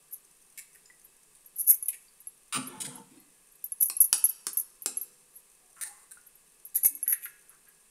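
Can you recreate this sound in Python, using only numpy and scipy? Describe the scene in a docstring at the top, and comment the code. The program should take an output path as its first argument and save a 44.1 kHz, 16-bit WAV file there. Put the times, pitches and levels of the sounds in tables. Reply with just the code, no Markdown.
"""In a small kitchen, eggs are opened over a steel bowl, close to the microphone.
A knife taps the shell (noise bursts and a short ring), and the shell tears in tiny irregular breaks.
Wet edges squeak and drips sound as rising tones; empty halves crackle into a hollow, booming bin.
Small metal rings (bangles, most likely) chink very high, as close-set modes struck by chains of contacts;
the hardest jangles overload the microphone with a low thump. Echoes, a murmur and a steady hiss lie around."""
import sys
import numpy as np
from scipy import signal
from scipy.fft import rfft, irfft, next_fast_len
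from scipy.io import wavfile

SR = 44100
rng = np.random.default_rng(int(sys.argv[2]) if len(sys.argv) > 2 else 0)


def generate_wav(sig):
    """Save sig (samples, or channels by samples) to the path in sys.argv[1] as 16-bit PCM at SR."""
    pcm = np.round(np.clip(np.atleast_2d(sig).T, -1, 1) * 32767).astype(np.int16)
    wavfile.write(sys.argv[1], SR, pcm)


N = 348383  # length of the scene in samples

# The steel bowl and pans, which ring faintly along with other sounds.
# Each row: pitch in Hz, relative strength in dB, time to die away by 60 dB in seconds.
STEEL_MODES = [(414, 2.5, .8), (496, -1.5, 2.6), (1053, -1, 2), (1170, 7, 0.47), (1663, 7, 0.56),
               (2605, 10, 0.81)]
# The whole stack of bangles slides along the wrist and jangles.
# Each row: start of the main clash in seconds, its level in dB before the room, its length in seconds.
JANGLE_TIMES = [(0.126, -38.5, 0.016), (1.044, -52, 0.0074), (1.586, -29, .03), (1.676, -22.5, .011),
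                (1.69, -15.5, 0.024), (3.809, -22.5, 0.0071), (3.824, -19.5, .009), (3.856, -29, 0.0094),
                (3.885, -33, .002), (4.011, -16.5, .009), (4.041, -24, .008), (4.247, -21, 0.0073),
                (4.29, -28.5, 0.0071), (5.356, -48, 0.02), (6.265, -52, .006), (6.756, -23, .013),
                (6.847, -18, .018), (7.096, -27, .02), (7.124, -21, 0.0033), (7.231, -39, 0.027)]

# A square hit sounds the main pitch alone; a glancing one spreads over more modes.
MAIN_HZ, JANGLE_HZ = 10910, 11500
GLANCE_SPREAD_HZ, JANGLE_SPREAD_HZ = 630, 686
CLINK_S = .0025  # how long the rings touch in a fully glancing clink


def undb(db):
    """Turn decibels into a gain."""
    return 10 ** (np.asarray(db) / 20)


def seconds(length):
    """Make a time axis in seconds."""
    return np.arange(int(length * SR)) / SR


def fade(t, t60):
    """Die away exponentially, 60 dB down after t60 seconds."""
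    return np.exp(-np.log(1000) * t / t60)


def colour(x, points):
    """Shape the spectrum by (Hz, dB) points, with a minimum-phase filter that never sounds ahead of its cause."""
    size = next_fast_len(len(x) + 4096)
    hz, db = np.transpose(points)
    grid_hz = np.fft.rfftfreq(size, 1 / SR) + 1  # the 1 avoids log(0)
    log_gain = np.log(undb(np.interp(np.log(grid_hz), np.log(hz), db)))
    # folding the cepstrum forward in time makes the filter causal
    cepstrum = irfft(log_gain, size)
    cepstrum[1:] *= 2 * (np.arange(1, size) < size / 2)
    response = np.exp(rfft(cepstrum))
    return irfft(rfft(x, size) * response, size)[:len(x)]


def above(x, hz, order):
    """Steep high-pass: small bodies radiate no bass."""
    return signal.sosfilt(signal.butter(order, hz, "high", fs=SR, output="sos"), x)


def ring(modes, length):
    """Sum the dying sine tones (Hz, dB, t60) that one blow sets off."""
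    t = seconds(length)
    return sum(undb(db) * fade(t, t60) * np.sin(2 * np.pi * hz * t) for hz, db, t60 in modes)


def contacts(length, rate, scatter_db):
    """Clicks of random sign and size: one at once, then irregular ones, about rate per second in all."""
    x = np.zeros(SR // 2)
    chance = np.random.default_rng(rng.integers(2 ** 31))
    count = 1 + int(max(length, 0) * rate)
    place, size, sign = chance.random((count, 3)).T
    # one click falls at random in each equal slot; the first starts on time
    slot = np.arange(count)
    at = (slot + place * (slot > 0)) / count * max(length, 0)
    x[(at * SR).astype(int)] = undb(scatter_db * size) * np.sign(sign - .5)
    return x


def through(x, response):
    """Let every moment of x set off the response, keeping the length of x."""
    return signal.fftconvolve(x, response)[:len(x)]


def snap(t60):
    """A short burst of dying noise."""
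    t = np.arange(SR // 8) / SR
    return rng.standard_normal(len(t)) * fade(t, t60)


def level(x, db, length):
    """Set the rms level of a sound over its length and the 8 ms that follow."""
    head = x[:int((max(length, 0) + .008) * SR)]
    return x * undb(db) / np.sqrt(np.mean(head ** 2) + 1e-18)


def add(out, s, x):
    """Mix x in at time s, in seconds."""
    i = int(s * SR)
    out[i:i + len(x)] += x[:max(N - i, 0)]


def knife():
    """The blade breaks into the shell: one hard crack, a short crunch of splinters, a brief ring of the blade."""
    # Each row: start in seconds, crack level in dB, lowest pitch the blow reaches in Hz, blade ring in dB;
    # both levels are set ahead of the high-pass filters.
    taps = [(3.899, -30, 300, -41), (4.1282, -16, 335, -40), (4.4681, -27, 140, -68), (4.86, -24, 190, -45)]
    # Spectrum of the loudest crack. Each row: frequency in Hz, relative strength in dB.
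    crack_spectrum = [(100, -28.5), (350, -14), (700, -16.5), (1100, -8), (1900, -17), (2600, -12.5),
                      (3400, -14.5), (5400, -4.5), (7200, -6), (8800, 1.5), (10300, 0.5), (11800, -7.5),
                      (15500, -14.5)]
    out = np.zeros(N)
    blade = ring([(4280, 11, 0.031), (4500, 2, 0.033), (4600, -3, 0.019), (2534, 1, 0.027)], .2)
    loudest_db = taps[1][1]
    for s, db, lowest_hz, blade_db in taps:
        crack = snap(.016) + undb(-16) * snap(.075)  # the longer, softer part is the crunch
        # harder blows are brighter
        tilt = 0.074 * (db - loudest_db)
        shape = [(hz, band_db + tilt * np.log2(hz / 8000)) for hz, band_db in crack_spectrum]
        add(out, s, above(level(colour(crack, shape), db, 0), lowest_hz, order=3))
        add(out, s, above(level(blade, blade_db, 0), 1600, order=3))
    return out


def shells():
    """The shell tears, is crushed and nested; weaker fractures crumble on after each break."""
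    # Each row: start in seconds, level of the hollow sound in dB before the room, length in seconds,
    # pitch of the hollow half in Hz, splinters in dB against the hollow sound.
    breaks = [(0.576, -52, 0.023, 2250, 8), (0.748, -62, 0.013, 1870, 6), (1.351, -75, 0.0073, 2560, 18),
              (1.697, -59.5, 0.032, 2210, -17), (1.889, -51.5, 0.0044, 2554, 6.5),
              (1.929, -53, .02, 2294, 5), (5.765, -59.5, 0.045, 1380, -1.5), (5.812, -47, .026, 1820, 11),
              (5.857, -59.5, .025, 1820, 13), (5.891, -68, .15, 1096, 5), (6.111, -62, 0.013, 1540, 15),
              (6.75, -60.5, 0.031, 1930, 17.5), (6.847, -46, 0.0046, 2200, 16.5),
              (7.063, -54, .048, 1895, -16), (7.126, -40.5, .008, 1810, -8), (7.225, -56.5, 0.013, 2360, 3),
              (7.256, -44.5, 0.0087, 1744, -11.5), (7.501, -68, 0.054, 1380, -21),
              (7.661, -68, 0.043, 1645, -15)]
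    crumble_lag_s, crumble_s, crumble_db = .012, .025, -20.5
    out = np.zeros(N)
    for s, db, length, hollow_hz, splinter_db in breaks:
        add(out, s, fracture(db, length, hollow_hz, splinter_db))
        crumble = fracture(db + crumble_db, crumble_s, hollow_hz, splinter_db)
        add(out, s + length + crumble_lag_s, crumble)
    return out


def fracture(db, length, hollow_hz, splinter_db):
    """Tiny fractures ring the hollow of the shell half; splinters crackle along with it."""
    # Modes of a hollow half. Each row: multiple of its pitch, relative strength in dB,
    # time to die away by 60 dB in seconds.
    cup_modes = [(.83, -4, .018), (1, 0, .024), (1.17, -5, .016), (1.45, -13, .01), (1.95, -20, .008)]
    # Spectrum of the splinters. Each row: frequency in Hz, relative strength in dB.
    splinter_spectrum = [(1000, -8.5), (2800, -41), (3600, -3), (5300, -2.5), (9000, 16), (11500, 9.5),
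                         (15500, -3)]
    breaks = contacts(length, rate=450, scatter_db=9.0)
    cup = ring([(hollow_hz * ratio, gain_db, t60) for ratio, gain_db, t60 in cup_modes], .05)
    hollow = above(through(breaks, cup), 0.83 * hollow_hz, order=6)
    splinters = colour(through(breaks, snap(0.0058)), splinter_spectrum)
    return level(hollow, db, length) + level(splinters, db + splinter_db, length)


def squeaks():
    """Wet shell edges rub as they are prised open: an unsteady tone that sinks as they part."""
    # Each row: start in seconds, level in dB before the room, length in seconds, starting pitch in Hz.
    rubs = [(5.609, -77, 0.202, 748), (5.845, -64, 0.1, 902)]
    sag, wobble_depth = 0.133, .05  # shares of the starting pitch
    out = np.zeros(N)
    for s, db, length, hz in rubs:
        progress = seconds(length) / length
        wobble = np.interp(progress, np.linspace(0, 1, 40), rng.standard_normal(40))
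        pitch_hz = hz * (1 - sag * progress + wobble_depth * wobble)
        phase = 2 * np.pi * np.cumsum(pitch_hz) / SR
        swell = np.sin(np.pi * np.sqrt(progress))  # grows quickly, fades slowly
        add(out, s, level(swell * np.sin(phase), db, length))
    return out


def drips():
    """Egg drips into the bowl; each drip traps a bubble whose pitch rises a little."""
    # Each row: start in seconds, level in dB before the room, starting pitch in Hz,
    # time to die away by 60 dB in seconds.
    drops = [(0.857, -60, 5130, 0.028), (0.859, -56, 7120, .028), (.9, -54.5, 1954, 0.077),
             (2.083, -62.5, 4640, 0.027), (6.172, -54, 1450, 0.052)]
    out, t = np.zeros(N), seconds(.2)
    for s, db, hz, t60 in drops:
        bubble = fade(t, t60) * np.sin(2 * np.pi * hz * t * (1 + 0.25 * t))
        add(out, s, level(bubble, db, 0))
    return out


def bowl():
    """The steel bowl rings softly when the egg slides in or a hand brushes it."""
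    # Each row: start in seconds, level in dB before the room.
    touches = [(0.588, -69), (3.174, -70), (5.838, -60.5)]
    # What the filled bowl rings with. Each row: pitch in Hz, relative strength in dB,
    # time to die away by 60 dB in seconds.
    bowl_modes = [(1064, -14, 0.35), (1136, -10, 0.84), (2034, -8.5, 1), (2615, 1, 0.54),
                  (4270, -0.5, 0.32), (5360, -8.5, 0.28)]
    out = np.zeros(N)
    for s, db in touches:
        add(out, s, level(above(ring(bowl_modes, .6), 1100, order=3), db, 0))
    return out


def toss():
    """Empty shells crackle as they land and tumble, and the bin booms under them, a little differently each time."""
    # Each row: start in seconds, crackle level in dB, length in seconds, centre of the crackle in Hz,
    # boom in dB (each mode's own strength is added); levels are ahead of the last high-pass and the room.
    landings = [(2.525, -31.5, 0.051, 2150, -39), (2.659, -55, .13, 1090, -52),
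                (2.802, -35, .025, 4500, -47), (2.845, -40, .022, 3080, -45.5),
                (2.899, -57.5, 0.09, 1300, -51), (3.102, -66, 0.082, 2610, -64.5)]
    # Spectrum of the landing shells. Each row: frequency in Hz, relative strength in dB.
    crackle_spectrum = [(200, -29), (600, 2.5), (1300, 7.5), (2600, 1.5), (3400, 2), (4500, -3), (7000, 2),
                        (9500, 11), (11200, 0), (15000, -7)]
    # The hollow bin. Each row: average pitch in Hz, average strength in dB against the boom,
    # time to die away by 60 dB in seconds.
    bin_modes = [(142.6, -21, 0.41), (176, -15, 0.49), (210.5, -14.5, 0.18), (259.6, -12, 0.23),
                 (320, -19, 0.104), (321, -32.5, 0.17), (441, -16, 0.13), (508, -23, 0.16),
                 (706, -18, 0.14), (892, -18, 0.037)]
    boom_lag_s = .018  # the bin answers after the first crackle
    out = np.zeros(N)
    for s, db, length, centre_hz, boom_db in landings:
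        hits = through(contacts(length, rate=800, scatter_db=8), snap(.02))
        # the crackle weakens by 3 dB per octave away from its centre
        shape = [(hz, band_db - 3 * abs(np.log2(hz / centre_hz))) for hz, band_db in crackle_spectrum]
        # small fragments radiate little below their own pitch
        crackle = above(colour(hits, shape), .5 * centre_hz, order=3)
        add(out, s, level(crackle, db, length))
        for hz, mode_db, t60 in bin_modes:
            detune, vary_db = rng.standard_normal(2)
            mode = through(hits, ring([(hz * (1 + 0.048 * detune), 0, t60)], .4))
            add(out, s + boom_lag_s, level(mode, boom_db + mode_db + vary_db, length + .03))
    return above(out, 130, order=8)


def bumps():
    """Soft pushes on the bin and the worktop, each answered by one damped, hollow resonance."""
    # Each row: start in seconds, level in dB before the room, length in seconds, pitch in Hz.
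    pushes = [(2.566, -40, 0.021, 262), (2.671, -54.5, .04, 356), (2.725, -52, 0.03, 867),
              (2.774, -56, 0.017, 154), (2.958, -56, 0.033, 891), (3.11, -57.5, 0.067, 290),
              (4.863, -64.5, .07, 257), (6.897, -63, 0.072, 292)]
    out = np.zeros(N)
    for s, db, length, hz in pushes:
        push = through(contacts(length, rate=300, scatter_db=3), snap(.012))
        hollow = through(push, ring([(hz, 0, .1)], .2))
        add(out, s, level(above(hollow, 0.52 * hz, order=3), db, length))
    return out


def bangles():
    """Metal rings clink and jangle, with faint chance chinks of the moving wrist mixed in."""
    stray_per_s, stray_db = 1.5, -52.5  # the level is that of the loudest; others are up to 6 dB softer
    out = clinks() + jangles()
    for place, soft in rng.random((int(stray_per_s * N / SR), 2)):
        stray = chink(stray_db - 6 * soft, CLINK_S, JANGLE_HZ, GLANCE_SPREAD_HZ)
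        add(out, place * N / SR, stray)
    return out


def clinks():
    """Two bangles clash once: square hits ring pure, glancing ones are rougher and rebound once."""
    # Each row: start in seconds, level in dB before the room, favoured pitch in Hz.
    clashes = [(1.459, -48.5, 11700), (1.826, -30, 10790), (1.858, -36, 10500), (1.884, -23.5, 10450),
               (2.203, -50, 11500), (2.271, -35.5, 11040), (2.672, -38, 11100), (2.955, -42.5, 11000),
               (3.641, -31.5, 12300), (3.72, -29.5, 10780), (3.967, -27.5, 10980), (4.004, -13.5, 11050),
               (4.179, -37, 11900), (4.241, -15.5, 10910), (4.531, -38, 11650), (4.571, -22.5, 12900),
               (4.596, -28, 12200), (4.821, -38.5, 11330), (4.971, -26, 10930), (5.013, -32, 12400),
               (6.651, -41, 11700), (6.834, -22.5, 11170), (6.951, -36.5, 11450), (7.029, -26.5, 11020),
               (7.078, -23, 11350), (7.494, -50, 11070)]
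    glance_hz, square_spread_hz = 650, 82  # this far off the main pitch, a hit is fully glancing
    rebound_s, rebound_db = 0.012, -8.5  # average delay; level ahead of the glance factor
    out = np.zeros(N)
    for s, db, pitch_hz in clashes:
        glance = min(abs(pitch_hz - MAIN_HZ) / glance_hz, 1)
        spread_hz = square_spread_hz + glance * (GLANCE_SPREAD_HZ - square_spread_hz)
        add(out, s, chink(db, glance * CLINK_S, pitch_hz, spread_hz))
        rebound_at = s + rebound_s * rng.uniform(.8, 1.2)
        add(out, rebound_at, glance * chink(db + rebound_db, 2 * CLINK_S, MAIN_HZ, spread_hz))
    return out


def jangles():
    """The sliding stack gathers in soft chatter, clashes, and settles in soft chatter."""
    # durations as shares of the main clash, levels in dB against it
    gather_share, gather_db, settle_share, settle_db = 0.9, -14, 1.5, -13.5
    out = np.zeros(N)
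    for s, db, length in JANGLE_TIMES:
        gather, settle = gather_share * length, settle_share * length
        add(out, s - gather, chink(db + gather_db, gather, JANGLE_HZ, JANGLE_SPREAD_HZ))
        add(out, s, chink(db, length, JANGLE_HZ, JANGLE_SPREAD_HZ))
        add(out, s + length, chink(db + settle_db, settle, MAIN_HZ, JANGLE_SPREAD_HZ))
    return out


def chink(chink_db, length, pitch_hz, spread_hz):
    """Rings chatter against each other; the place of contact favours some of their close modes."""
    # What the bangles ring with. Each row: average pitch in Hz, relative strength in dB.
    bangle_modes = [(5480, -25), (5890, -12.5), (6230, -3), (6700, -7), (8950, 7.5), (9450, 8.5),
                    (10080, -6.5), (10430, 14.5), (10620, -22.5), (11090, 10), (11220, 5.5), (11360, 3),
                    (11600, 16), (11780, -9.5), (11920, 6.5), (12180, -1.5), (12400, 13.5), (12790, 4),
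                    (12950, 3), (14750, -2)]
    # How well the small rings radiate. Each row: frequency in Hz, gain in dB.
    radiation = [(1000, -60), (4300, -34), (5300, -19), (6100, -9), (7600, -15), (9000, -8), (10400, 0),
                 (12900, 0), (13600, -11), (15500, -11)]
    base_t60_s = .05  # for a mode at 11000 Hz after the briefest contact
    ring_detune = .006  # share by which one ring typically differs from the next
    hz, db = np.transpose(bangle_modes)
    # favour modes near the pitch, down to a floor that drops for narrow spreads
    near_db = np.maximum(-1.8 * ((hz - pitch_hz) / spread_hz) ** 2, -4 - 3000 / spread_hz)
    favour_db = np.where(abs(hz - pitch_hz) < 2000, near_db, -16 + spread_hz / 55)
    # low modes last longer; rings that stay in contact damp each other
    t60 = base_t60_s * (11000 / hz) ** 1.3 / (1 + max(length, 0) / .05)
    detune, vary = rng.standard_normal((2, len(hz)))
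    modes = np.transpose([hz * (1 + ring_detune * detune), db + favour_db + 1.5 * vary, t60])
    hits = contacts(length, rate=470, scatter_db=9.5)[:SR // 5]
    # neighbouring modes swing in opposite directions
    response = ring(modes[::2], .15) - ring(modes[1::2], .15)
    tone = level(through(hits, response), 0, length)
    # flat clashes, which spread over many modes, also tick more
    tick = level(through(hits, snap(0.047)), -22 + spread_hz / 36, length)
    return level(colour(tone + tick, radiation), chink_db, length)


def overload_thumps():
    """The hardest jangles overload the microphone, which adds a dull, dry low thump, far weaker for softer ones."""
    # Spectrum of the thump. Each row: frequency in Hz, relative strength in dB.
    thump_spectrum = [(25, 13.5), (70, -1), (200, 2.5), (400, -5), (1200, -5.5), (2400, -10), (5000, -14.5),
                      (12000, -24)]
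    full_db, full_from_db, slope = -47.5, -19.5, 4  # below full_from_db, lose 4 dB per dB of energy
    lag_s, share = .003, .45  # delay, and length as a share of the jangle
    out = np.zeros(N)
    for s, db, length in JANGLE_TIMES:
        bursts = through(contacts(share * length, rate=800, scatter_db=3), snap(.004))
        # energy is expressed as the level of a jangle lasting 10 ms
        energy_db = db + 10 * np.log10(max(length, .001) / .01)
        thump_db = full_db - slope * max(full_from_db - energy_db, 0)
        add(out, s + lag_s, level(colour(bursts, thump_spectrum), thump_db, share * length))
    return out


def handling():
    """Faint stray ticks of fingers, shell and rings, about 25 per second at random."""
    # Spectrum of a light tick. Each row: frequency in Hz, relative strength in dB.
    tick_spectrum = [(2000, -36.5), (4500, -25.5), (6200, -1.5), (7500, -30), (9000, 3), (11800, -12),
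                     (13500, -12.5), (15500, -24)]
    ticks = (rng.random(N) < 25 / SR) * undb(10 * rng.random(N))
    return level(colour(through(ticks, snap(.03)), tick_spectrum), -70, N / SR)


def kitchen(x, wet_db, t60, steel_db):
    """Worktop and tiled walls: dense early echoes, a duller long tail, and steel vessels that ring along."""
    t = seconds(.8)
    early, late = rng.standard_normal((2, len(t))) * (t > .004)  # echoes start after 4 ms
    late = colour(late * fade(t, .9), [(1500, 0), (7000, -2), (11500, -9)])
    tail = early * fade(t, t60) + undb(-13.5) * late
    tail = tail / np.sqrt(np.sum(tail ** 2))  # unit energy ahead of the colouring
    tail = colour(tail, [(200, 4.5), (2000, 0.5), (6000, 0.5), (10000, 4.0), (15000, -9.5)])
    steel = undb(steel_db) * ring(STEEL_MODES, .8)
    return x + undb(wet_db) * through(x, tail + steel)


def background():
    """Steady hiss over a faint room murmur that the steel vessels colour."""
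    # Spectrum of the hiss. Each row: frequency in Hz, relative strength in dB per Hz.
    hiss_spectrum = [(25, 8.5), (48, -2), (75, -20.5), (105, -20), (145, 1.5), (300, -6), (430, 0.5),
                     (600, -7.5), (1100, -6), (1450, -10.5), (1750, -7), (3600, -9.5), (6300, -8),
                     (9200, 3), (11500, -4.5), (15500, -16.5)]
    hiss = level(colour(rng.standard_normal(N), hiss_spectrum), -62.5, N / SR)
    # the steel pitches, heavily damped
    damped_steel = ring([(hz, db, .03) for hz, db, _ in STEEL_MODES], .1)
    murmur = above(through(rng.standard_normal(N), damped_steel), 327, order=4)
    return hiss + level(murmur, -76.5, N / SR)


def scene():
    """Rings close by, eggs just behind them, the bin further off; overload thumps and background get no room."""
    near = kitchen(bangles() + handling(), wet_db=-15, t60=.22, steel_db=-65)
    egg_sounds = knife() + shells() + squeaks() + drips() + bowl()
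    eggs = kitchen(egg_sounds, wet_db=-5.5, t60=0.2, steel_db=-62.5)
    far = kitchen(toss() + bumps(), wet_db=-7, t60=0.39, steel_db=-65.5)
    return (near + eggs + far + overload_thumps() + background())[None]  # one channel


def record(dry):
    """Round the highest peaks softly, then cut the top steeply above 15600 Hz."""
    low_pass = signal.ellip(10, .2, 85, 15600, fs=SR, output="sos")
    return signal.sosfilt(low_pass, np.tanh(dry))


dry = scene()
out = record(dry)
generate_wav(out)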